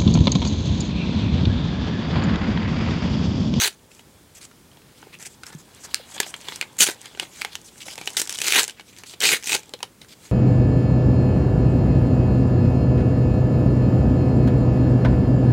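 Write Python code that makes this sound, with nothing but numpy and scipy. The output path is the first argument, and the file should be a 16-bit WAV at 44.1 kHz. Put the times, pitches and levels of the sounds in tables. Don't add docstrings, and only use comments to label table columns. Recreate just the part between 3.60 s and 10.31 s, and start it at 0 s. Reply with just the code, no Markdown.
import sys
import numpy as np
from scipy import signal
from scipy.fft import rfft, irfft, next_fast_len
from scipy.io import wavfile
from scipy.ndimage import uniform_filter1d, map_coordinates

SR = 44100
rng = np.random.default_rng(int(sys.argv[2]) if len(sys.argv) > 2 else 0)


def decibels_to_gain(level_db):
    exponent = np.asarray(level_db, float) / 20
    return 10 ** exponent


def to_wav(sig):
    pcm = np.clip(np.atleast_2d(sig), -1, 1) * 32767
    pcm = np.round(pcm).astype(np.int16)
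    wavfile.write(sys.argv[1], SR, pcm.T)


N = 296043

# [t/s, level/dB]
PULLS = [
    [(0, -25), (.018, -22), (.028, -17), (.04, -21.5), (.08, -23), (.09, -54), (.15, -66)],
    [(3.186, -43), (3.203, -31), (3.206, -17.5), (3.226, -18), (3.241, -23), (3.245, -34), (3.265, -36)],
    [(3.266, -31), (3.272, -23), (3.29, -31), (3.35, -56.5)],
    [(4.567, -44), (4.573, -22.5), (4.6, -36), (4.625, -43), (4.66, -61)],
    [(4.77, -56), (4.815, -42), (4.83, -29.5), (4.885, -25.5), (4.918, -28), (4.96, -16), (4.992, -12.5),
     (5.02, -25), (5.07, -57)],
    [(5.603, -38.5), (5.642, -15), (5.7, -19.5), (5.734, -17.5), (5.768, -28.5), (5.782, -49), (5.824, -60)],
    [(5.826, -48), (5.89, -31), (5.928, -23.5), (5.952, -18), (5.974, -44), (6.01, -55)],
]
# flap boom [level/dB], crispness of the paper [level/dB], weight of the rip's lower band (below about
# 2.5 kHz) against the rest [level/dB]
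PULL_BOOM_DB = [1.5, -3.5, -2, -3, -1.5, -1, -3]
PULL_FIZZ_DB = [0.4, 8, 1.5, 3.5, 0, -0.5, -0.5]
PULL_DEPTH_DB = [0.1, 4.4, 2.2, 0.1, 0.98, 0.99, 0.77]
# [t/s, peak level/dB, f/Hz]
BUMPS = [
    (1.9495, -32, 149),
    (2.397, -37, 470),
    (3.204, -28, 205),
    (3.287, -35, 298),
    (4.263, -40, 487),
    (6.138, -31, 486),
    (6.23, -29, 760),
]

# [f/Hz, density level/dB per Hz]
RIP = [(900, -34), (1550, -4), (2400, -1), (3200, -0.5), (4200, -3), (6000, -16.5), (12000, -30)]
FIZZ = [(3000, -25.5), (4600, -1.5), (6500, 1.5), (9000, -0.5), (12000, -9.5), (16000, -13.5)]
BOOM = [(60, -22), (125, -14), (250, -14.5), (400, 2), (620, -11), (830, 0.5), (1150, -14), (1800, -33.5)]
# [f/Hz, density level/dB per Hz]
SWISH = [(3500, -15), (5500, -2), (7500, -0.5), (10000, -7.5), (13000, -15), (16000, -31)]
SCRAPE = [(1000, -12), (1700, -2.5), (2600, -2), (3500, 0.5), (4600, -5), (6000, -21)]
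# [f/Hz, density level/dB per Hz]
RUMBLE = [(15, -47), (30, -17.5), (60, -5), (140, -1), (250, -4), (450, -9), (750, -18)]
HISS = [(1300, -17.5), (3000, -22.5), (9000, -22.5), (12500, -26.5), (16000, -27.5)]
# [f/Hz, t60/s]
WALLS = [(200, 0.2), (2000, 0.16), (6000, 0.11), (14000, 0.12)]
# [delay/s, level/dB]
SHELF = [(.0095, -24), (0.0127, -23.5), (.019, -34)]

# [t of most pressure/s, time to change 20 dB/s (sign ignored), scrape level/dB,
# swish above scrape/dB]
SLIDES = [
    (1.41, -0.34, -56.5, -16),
    (2.375, -0.2, -47.5, -19),
    (2.624, -0.06, -35, -27),
    (2.913, -0.13, -39, -5),
    (3.629, 0.0351, -36, -5.5),
    (3.81, 0.1, -43.5, -2),
    (4.492, 0.74, -57, 6),
    (5.118, 0.06, -49, -7),
    (6.655, 0.07, -50.5, 6),
]
BRUSHES = [(1.385, 0.024, -53.5, -1), (2.165, 0.022, -52, 2), (2.312, 0.019, -57, 9),
           (2.515, 0.046, -57.5, 14), (3.46, 0.069, -42.5, -9), (3.76, 0.09, -60, 11.5),
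           (4.185, 0.021, -60, 15), (5.29, 0.045, -50, 0), (5.39, 0.045, -48, 2), (6.03, 0.032, -60, -7),
           (6.431, 0.028, -50, -4)]
# [t/s, grip level/dB]
GRIP = [(0, -62.5), (1.3, -69), (1.45, -67), (1.75, -65), (1.95, -61), (2.42, -57.5), (2.6, -52),
        (3.0, -56), (3.17, -58), (3.36, -53), (3.7, -58.5), (4.15, -63), (4.55, -51.5), (5.1, -72),
        (5.4, -68), (6.02, -54.5), (6.3, -71), (6.71, -65)]
# [start t/s, length/s, scrape level/dB, swish above scrape/dB,
# panel f/Hz]
DRAGS = [(0.308, 0.1, -58, 1, 2300), (0.751, 0.036, -50.5, 5, 2520), (0.813, 0.042, -48.5, 3.5, 3000),
         (1.531, 0.021, -43.5, -11, 2400), (1.598, 0.038, -47.5, 5.5, 1900),
         (1.652, 0.02, -44.5, 5.5, 2130), (1.702, 0.045, -63.5, 8.5, 3000), (1.859, 0.036, -48, 2, 1800),
         (1.925, 0.019, -46, -8, 1700), (1.984, 0.031, -52.5, 1, 1680), (2.198, 0.03, -55.5, 3, 2520),
         (2.236, 0.023, -44, 5, 1600), (2.543, 0.023, -43.5, 3, 3300), (2.662, 0.046, -51, 12.5, 1500),
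         (3.922, 0.028, -42.5, -11, 3500), (4.045, 0.045, -50.5, 2, 3980), (4.206, 0.027, -37.5, -10, 3480),
         (4.258, 0.081, -41.5, -1.5, 3060), (4.704, 0.026, -38.5, -3, 2500), (4.74, 0.019, -34, -1, 3000),
         (5.169, 0.038, -48.5, -24, 2200), (5.327, 0.011, -47.5, -22, 2600), (5.463, 0.08, -42, -4.5, 3700),
         (6.485, 0.042, -48.5, -9, 3700), (6.524, 0.013, -44, -20, 3360)]

# [t/s, peak level/dB, panel f/Hz]
TICKS = [(.851, -30, 4496), (1.6262, -22.5, 8043), (1.665, -21.5, 8500), (1.866, -22.5, 5340),
         (2.2484, -23, 7260), (2.3461, -20, 1610), (2.7639, -26, 7500), (2.812, -24.5, 7650),
         (2.959, -18.5, 6100), (3.186, -27, 7100), (3.239, -3, 8960), (3.271, -3.5, 6610),
         (3.3136, -13, 9600), (3.4147, -21, 8300), (4.356, -25, 6937), (4.458, -29, 6950),
         (4.5968, -4, 7000), (4.6163, -3, 5640), (4.6736, -13, 5900), (4.726, -16, 5660),
         (4.746, -18, 5400), (4.7798, -17, 5530), (5.0313, -2.5, 7300), (5.0789, -9, 9440),
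         (5.3854, -25, 4640), (5.8416, -14, 6040)]
# [t/s, peak level/dB, panel f/Hz, fizz above peak/dB, boom above peak/dB]
FLIPS = [(1.428, -30.5, 1520, -28.5, -8.5), (1.5335, -32, 2496, -22, -19), (2.602, -4.5, 1710, -2, -16),
         (2.665, -25.5, 1962, -30, -7.5), (2.7406, -13, 3170, -17, -25.5), (2.922, -17, 2000, -32, -16.5),
         (3.457, -22, 3220, -6, -25), (3.549, -26.5, 2900, -23, -11), (3.8176, -11, 2349, -17, -27),
         (3.8482, -11, 2260, -17, -14), (3.954, -19.5, 3700, -2, -23), (4.282, -20.5, 2110, -17, -11.5),
         (4.3787, -18, 2640, -8.5, -12.5), (4.413, -20, 2260, -10, -11), (4.5682, -8.5, 3630, -0.5, -23),
         (4.6943, -11.5, 2430, -1, -45.5), (5.1965, -20.5, 2256, -18.5, -16.5),
         (5.4355, -21.5, 2290, -11, -19)]
# [t/s, peak level/dB, panel f/Hz, boom above peak/dB]
DENTS = [(0.3154, -33, 2570, -16.5), (0.393, -30, 2900, -14), (0.9123, -35.5, 1410, -15),
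         (1.115, -39.5, 3124, -24), (1.171, -37, 3340, -8), (1.2184, -39.5, 2674, -17),
         (1.469, -43.5, 990, 7.5), (1.902, -30.5, 1470, -10), (1.929, -30, 1650, -14),
         (2.5645, -23.5, 1670, -9), (2.8849, -12.5, 3440, -15.5), (3.2876, -8, 1890, -9),
         (3.2966, -11, 1510, -15), (3.5737, -25.5, 1580, -8.5), (3.5974, -6, 2960, -21.5),
         (4.4742, -6, 2970, -20.5), (5.088, -19.5, 1610, -19), (5.2085, -26, 2950, -17),
         (5.537, -25, 3030, -12), (6.0935, -35, 3330, -16), (6.137, -12, 4070, -15),
         (6.2043, -27.5, 2560, -9), (6.2286, -10, 3135, -14.5), (6.417, -26, 3800, -18)]
# [t/s, peak level/dB, panel f/Hz, fizz above peak/dB]
CRACKS = [(1.8338, -21.5, 1540, -14), (2.5483, -24, 3330, -18.5), (2.5793, -18, 3500, -35),
          (2.6306, -11.5, 3470, -36), (3.0122, -8.5, 2400, -31), (3.0249, -12, 2120, -60),
          (3.2046, -1.5, 3420, -22), (3.266, -5, 3050, -6), (4.787, -14, 2890, -2), (4.803, -17, 2507, -3),
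          (4.816, -9, 2650, -1.5), (4.843, -14, 2920, -1), (4.8823, -6, 2100, -4), (4.9225, -4.5, 2400, -9),
          (4.9341, -3, 2310, -17), (4.9852, -2, 2540, -18), (5.0959, -15, 2920, -8), (5.107, -26, 2470, -3),
          (5.604, -16, 3080, -8), (5.614, -7, 3130, -17), (5.6895, -0.5, 2470, -14),
          (5.826, -20.5, 2378, -7), (5.8717, -10.5, 2470, -2), (5.8937, -5, 2471, -9),
          (5.9295, -1, 2560, -8), (6.032, -30, 2424, -4)]
# [t/s, peak level/dB, f/Hz]
PRICKS = [(0.3487, -34, 7590), (1.4174, -39, 5980), (1.5879, -35, 5927), (1.8345, -27, 5000),
          (1.8864, -37, 7615), (1.9495, -34, 6525), (2.1476, -31.5, 10000), (2.355, -32, 9322),
          (3.1295, -38, 9065), (3.168, -30, 7340), (3.1938, -20, 8917), (3.41, -32, 8400),
          (3.4294, -34, 9070), (4.015, -30.5, 8600), (4.4946, -25, 8070), (4.5033, -20, 8387),
          (4.533, -26, 7150), (4.654, -21, 5258), (4.709, -21, 5600), (5.04, -13, 7100), (5.467, -30, 7700),
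          (5.836, -26, 7463), (5.993, -24, 8500), (6.058, -36.5, 8020)]
# [t/s, peak level/dB, f/Hz]
SPLITS = [(0.0098, -4.5, 6546), (2.3441, 2, 4400), (2.6312, -18, 3574), (3.0122, -6, 2400),
          (3.1885, -8, 7200), (3.1941, -13, 10809), (3.2049, 3, 8139), (3.2068, 1.5, 2842),
          (3.2247, 1, 3445), (3.2421, 2, 8613), (3.2666, -5, 3100), (3.2762, -8, 2411), (3.2862, -10, 1740),
          (3.2983, -14, 6330), (3.5979, -9.5, 3359), (3.8179, -10.5, 2480), (3.8483, -10.5, 2300),
          (3.9538, -13.5, 2900), (4.4752, -14, 3000), (4.5705, -5, 3500), (4.5775, -5, 3550),
          (4.5865, -6, 5950), (4.5933, -6.5, 5500), (4.5981, -4, 5570), (4.6008, -7, 6546),
          (4.6032, -5, 5641), (4.6162, -2, 5370), (4.623, -13, 7062), (4.6948, -19, 2411),
          (4.7254, -11, 9000), (4.7864, -14, 2940), (4.8031, -18, 5598), (4.8177, -9, 2583),
          (4.8217, -12, 9300), (4.8436, -14, 6029), (4.8575, -13, 2583), (4.8672, -5, 6976),
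          (4.8722, -10.5, 2282), (4.8753, -8, 2583), (4.8779, -6, 6244), (4.8824, 0, 2320),
          (4.9038, -8, 3703), (4.9062, -8, 2842), (4.923, 1.5, 2497), (4.935, -4, 2400),
          (5.0407, -5.5, 6933), (5.605, -9, 7622), (5.6231, -10, 2627), (5.6351, -9, 2928),
          (5.6908, -1.5, 2454), (5.7338, -12, 6546), (5.9121, -9, 6675), (5.9204, -5.5, 2520),
          (5.9493, -0.5, 4220), (6.2295, -9.5, 5211),
          (0.026, -8, 3445), (0.036, -6, 3470), (0.0793, -18, 2713), (2.6012, -4, 5600), (3.2154, 0, 3850),
          (4.1579, -38, 1593), (4.3558, -23, 7149), (4.437, -30, 2928), (4.4454, -34, 6933),
          (4.4567, -25, 7149), (4.4587, -24, 7062), (4.548, -31, 1500), (4.5338, -27, 8268),
          (4.9427, -7, 2282), (4.9495, -5, 2842), (4.9577, -3, 2497), (4.9602, -3, 2430), (4.972, -5, 2300),
          (4.9938, 4, 3080), (5.0021, -5, 6416), (5.0051, -11, 7795), (5.008, -8, 3875),
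          (5.0097, -12, 3875), (5.0117, -11, 6632), (5.643, -6, 2900), (5.6556, 0, 2497), (5.671, -4, 2670),
          (5.6979, -7, 2380), (5.7115, -8, 3186), (5.72, -9, 3746), (5.7223, -6, 2325), (5.7294, -5, 3402),
          (5.7473, -9, 2756), (5.766, -15, 1937), (5.9022, -11, 2411), (5.9646, -12, 2520),
          (5.967, -20, 3273), (6.415, -30, 3703)]
# [t/s, peak level/dB, f/Hz]
WRINKLES = [(0.1285, -26, 7278), (1.6005, -34, 8354), (1.651, -33, 6072), (1.6547, -31, 7105),
            (1.6585, -18.5, 7967), (1.6749, -28, 7795), (1.8343, -33, 1550), (1.8754, -34, 2239),
            (1.8844, -33, 7105), (1.9024, -34, 1507), (2.2298, -42, 1679), (2.2362, -37, 5857),
            (2.2602, -26, 7321), (2.3401, -22, 1050), (2.806, -28, 2600), (2.9417, -30, 2713),
            (2.9594, -11, 5900), (3.1835, -20, 8182), (3.415, -38, 6976), (3.8137, -15, 3014),
            (4.1798, -29, 8250), (4.2844, -19.5, 2196), (4.311, -17, 10120), (4.3873, -20, 2325),
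            (4.4674, -29, 7192), (4.4699, -20, 8354), (4.5387, -27, 7450), (4.6632, -25, 1636),
            (4.7044, -10, 9819), (4.7074, -15, 5598), (4.7218, -21, 5727), (4.7388, -27, 5641),
            (4.7411, -23, 5598), (4.7483, -23, 2627), (4.7509, -9, 9388), (4.7564, -14, 3660),
            (4.7681, -29, 5297), (4.7723, -15, 5426), (5.0485, -11, 3359), (5.0898, -27, 1636),
            (5.3646, -28, 3250), (5.7723, -16, 1722), (5.8354, -17, 2454), (5.8587, -10, 6115),
            (5.8679, -13, 7062), (5.8839, -16, 2325), (5.9919, -23, 8527), (6.0932, -22, 7105),
            (6.1904, -30, 3574), (6.4469, -32, 1550)]


def unit(x):
    return x / np.sqrt(np.mean(x ** 2) + 1e-20)


def along(points, hz):
    f, value = np.transpose(points)
    return np.interp(np.log(hz + 1), np.log(f + 1), value)


def coloured(x, spectrum):
    length = x.shape[-1]
    size = next_fast_len(length + 8192)
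    gain = decibels_to_gain(along(spectrum, np.fft.rfftfreq(size, 1 / SR)))
    return irfft(rfft(x, size) * gain, size)[..., :length]


def room_tone():
    return decibels_to_gain(-52.5) * unit(coloured(rng.standard_normal(N), RUMBLE + HISS))


def strokes(values):
    t = np.arange(N) / SR
    s, level = np.transpose(np.concatenate(PULLS))
    moving = np.array([(t >= rows[0][0]) & (t <= rows[-1][0]) for rows in PULLS])
    force_db = np.where(moving.any(0), np.interp(t, s, level), -120)
    return force_db, np.dot(values, moving)


def shivers(spectrum, t60, count, rise_hz=9000):
    t = np.arange(SR // 20) / SR
    noise = coloured(rng.standard_normal((count, len(t))), spectrum)
    x = noise * decibels_to_gain(-60 * t / t60) * (1 - np.exp(-t * rise_hz)) ** 2
    return x / np.linalg.norm(x, axis=1, keepdims=True)


def pops(rate, spread_db, clump_db):
    when = rng.random(N) < rate / SR
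    sign = rng.choice([-1, 1], N)
    size = decibels_to_gain(spread_db * np.minimum(rng.exponential(size=N), 3.8)) * sign
    clump = map_coordinates(rng.standard_normal(N // 256 + 4), [np.arange(N) / 256])
    return unit(when * size * decibels_to_gain(clump_db * clump))


def radiate(breaks, spectrum, t60, count=8):
    patch = rng.integers(count, size=N) == np.arange(count)[:, None]
    return signal.fftconvolve(patch * breaks, shivers(spectrum, t60, count), axes=1)[:, :N].sum(0)


def patchy(x, depth_db):
    z = signal.stft(x, nperseg=256)[2]
    field = uniform_filter1d(rng.standard_normal(z.shape), size=7, axis=0)
    field = uniform_filter1d(field, size=12, axis=1)
    return signal.istft(z * decibels_to_gain(depth_db * unit(field)), nperseg=256)[1][:N]


def tear():
    force_db, crisp_db = strokes(PULL_FIZZ_DB)
    flap_db = strokes(PULL_BOOM_DB)[1]
    depth = decibels_to_gain(strokes(PULL_DEPTH_DB)[1])
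    gentleness_db = -21.5 - force_db
    fizz_db = crisp_db + 0.24 * gentleness_db
    boom_db = flap_db - 12 + 0.058 * gentleness_db
    breaks = pops(rate=3000, spread_db=2.3, clump_db=1.8) * decibels_to_gain(force_db + 1.77)
    rip = radiate(breaks, RIP, t60=0.014)
    deep = coloured(rip, [(2100, 1.5), (2900, -6)])
    rip = deep * depth + (rip - deep) / depth
    fizz = radiate(breaks * decibels_to_gain(fizz_db), FIZZ, t60=0.0061)
    boom = radiate(breaks * decibels_to_gain(boom_db), BOOM, t60=0.033)
    return patchy(rip + fizz + boom, depth_db=3.0)


def place_events(s, events):
    length = events.shape[1]
    out = np.zeros(N + length)
    np.add.at(out, np.round(s * SR).astype(int) + np.arange(length), events)
    return out[:N]


def splits(rows, gain_db, cycles):
    s, db, hz = np.transpose(rows)[:, :, None]
    fizz = decibels_to_gain(6.5) * shivers(RIP[:4] + FIZZ[1:], 0.0066, len(s), rise_hz=12000)
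    t = np.arange(fizz.shape[1]) / SR
    phase = 2 * np.pi * (hz * t + rng.random(s.shape))
    ring = 1.33 * decibels_to_gain(-60 * t * hz / cycles) * (1 - np.exp(-t * 15000)) * np.sin(phase)
    edge = (t - .0002) * 22000
    needle = decibels_to_gain(-4) * (edge ** 2 - 1) * np.exp(-edge ** 2 / 2) * np.sign(np.sin(phase[:, :1]))
    return place_events(s + .0003, decibels_to_gain(db + gain_db) * (ring + needle + fizz))


def single_fibres():
    torn = splits(SPLITS, gain_db=0.0, cycles=11.2)
    rubbed = splits(WRINKLES, gain_db=-3.0, cycles=9.3)
    x = coloured(torn + rubbed, [(500, -20), (1300, 0)])
    return x + room(x)


def room(x):
    early = sum(decibels_to_gain(db) * np.pad(x, (round(s * SR), 0))[:N] for s, db in SHELF)
    hz, t, z = signal.stft(rng.standard_normal((6, SR // 3)), SR, nperseg=256)
    tails = signal.istft(z * decibels_to_gain(-60 * t / along(WALLS, hz)[:, None]), SR, nperseg=256)[1]
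    place = np.arange(N) // 4096 % len(tails) == np.arange(len(tails))[:, None]
    late = signal.fftconvolve(place * x, tails / np.linalg.norm(tails[0]), axes=1).sum(0)
    return early + decibels_to_gain(-14.5) * np.pad(late, (300, 0))[:N]


def rub():
    t = np.arange(N) / SR
    s, fade, db, swish_db = np.transpose(SLIDES + BRUSHES)[:, :, None]
    slides = decibels_to_gain(db - 20 * np.abs((t - s) / fade) ** 1.02)
    pressure = slides.sum(0)
    grip = decibels_to_gain(np.interp(t, *np.transpose(GRIP)))
    coarse = pops(rate=3500, spread_db=2.8, clump_db=1.8)
    fine = pops(rate=12000, spread_db=1.6, clump_db=.8)
    dull = pops(rate=1500, spread_db=2.5, clump_db=2.5)
    drag, drag_swish = drags(coarse)
    scrape = radiate(coarse * (pressure + grip), SCRAPE, t60=0.012) + drag
    for hz in (1630, 3370):
        scrape += decibels_to_gain(8) * signal.lfilter(*signal.iirpeak(hz, 11, SR), coarse * grip)
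    swish_pressure = (slides * decibels_to_gain(swish_db)).sum(0) + drag_swish + grip * decibels_to_gain(-2)
    swish = radiate(fine * swish_pressure, SWISH, t60=0.0048, count=16)
    rumple = radiate(dull * (pressure * decibels_to_gain(-18) + grip * decibels_to_gain(1)), BOOM, t60=0.011)
    return patchy(scrape + swish + rumple, depth_db=2.5)


def drags(coarse):
    catch_s, let_go_s, panel_q = 0.0057, 0.0078, 2.16
    t, scrape, swish = np.arange(N) / SR, np.zeros(N), np.zeros(N)
    for s, length, db, swish_db, hz in DRAGS:
        near = slice(round((s - .03) * SR), round((s + length + .06) * SR))
        outside = np.maximum((s - t[near]) / catch_s, (t[near] - s - length) / let_go_s)
        pressure = decibels_to_gain(db - 20 * np.maximum(0, outside))
        ringing = signal.lfilter(*signal.iirpeak(hz, panel_q, SR), coarse[near] * pressure)
        scrape[near] += ringing * np.sqrt(SR * panel_q / (np.pi * hz))
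        swish[near] += pressure * decibels_to_gain(swish_db)
    return scrape, swish


def snaps(rows):
    s, db, hz, fizz_db, boom_db, spike_db, body_db = np.transpose(rows)[:, :, None]
    crack = decibels_to_gain(body_db + 8.0) * shivers(RIP, 0.032, len(s), rise_hz=4925)
    fizz = decibels_to_gain(fizz_db + 16) * shivers(SWISH, 0.017, len(s), rise_hz=12000)
    boom = decibels_to_gain(boom_db + 19.5) * shivers(BOOM, 0.024, len(s), rise_hz=2020)
    t = np.arange(crack.shape[1]) / SR
    wander = 0.062 * np.cumsum(rng.standard_normal(crack.shape), axis=1)
    swell = decibels_to_gain(-6.0 - 60 * t * np.sqrt(hz) / 1.02) * (1 - np.exp(-t * hz))
    ring = swell * np.sin(2 * np.pi * hz * t + wander)
    flip = (t - .0005) * 13000 * decibels_to_gain(np.minimum(fizz_db, 0) / 4)
    spike = decibels_to_gain(spike_db) * (flip ** 2 - 1) * np.exp(-flip ** 2 / 2)
    return place_events(s, decibels_to_gain(db) * (crack + fizz + boom + ring + spike))


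def creases():
    # t/s, peak level/dB, f/Hz, then fizz, boom, spike, body above peak/dB
    ticks = [(*row, -7.5, -23.5, -19, -6) for row in TICKS]
    flips = [(*row, -4.1, 0) for row in FLIPS]
    dents = [(s, db, hz, -13, boom_db, -22, 0) for s, db, hz, boom_db in DENTS]
    cracks = [(*row, -25, -16, 0) for row in CRACKS]
    return snaps(sorted(ticks + flips + dents + cracks))


def pricks():
    return snaps([(*row, -6, -60, -16, -25) for row in PRICKS])


def bumps():
    s, db, hz = np.transpose(BUMPS)[:, :, None]
    t = np.maximum(np.arange(N) / SR - s, 0)
    cycles = hz * (t + 0.0021 * (1 - np.exp(-t / 0.0025)))
    swell = decibels_to_gain(db + 5.0 - 60 * t * np.sqrt(hz) / 1.09) * (1 - np.exp(-t / 0.0014))
    return (swell * np.sin(2 * np.pi * cycles)).sum(0)


def scene():
    paper = tear() + rub() + creases()
    paper = paper + room(paper) + pricks() + single_fibres()
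    paper = coloured(paper, [(50, -16.5), (160, -1.0), (16000, -2.5)])
    return (paper + bumps() + room_tone())[None]


def top_cut(x):
    return signal.sosfilt(signal.butter(12, 16840, fs=SR, output="sos"), x)


def record(dry):
    keep = np.exp(-1 / (.09 * SR))
    loudness = signal.lfilter([1 - keep], [1, -keep], dry ** 2)
    x = dry / (1 + loudness / decibels_to_gain(-36.0) ** 2) ** 0.093
    x = x / (1 + np.abs(x / .97) ** 6) ** (1 / 6)
    x = coloured(x, [(15850, 0), (15910, -40), (16900, -44), (17000, -70)])
    return top_cut(x)


dry = scene()
out = record(dry)
to_wav(out)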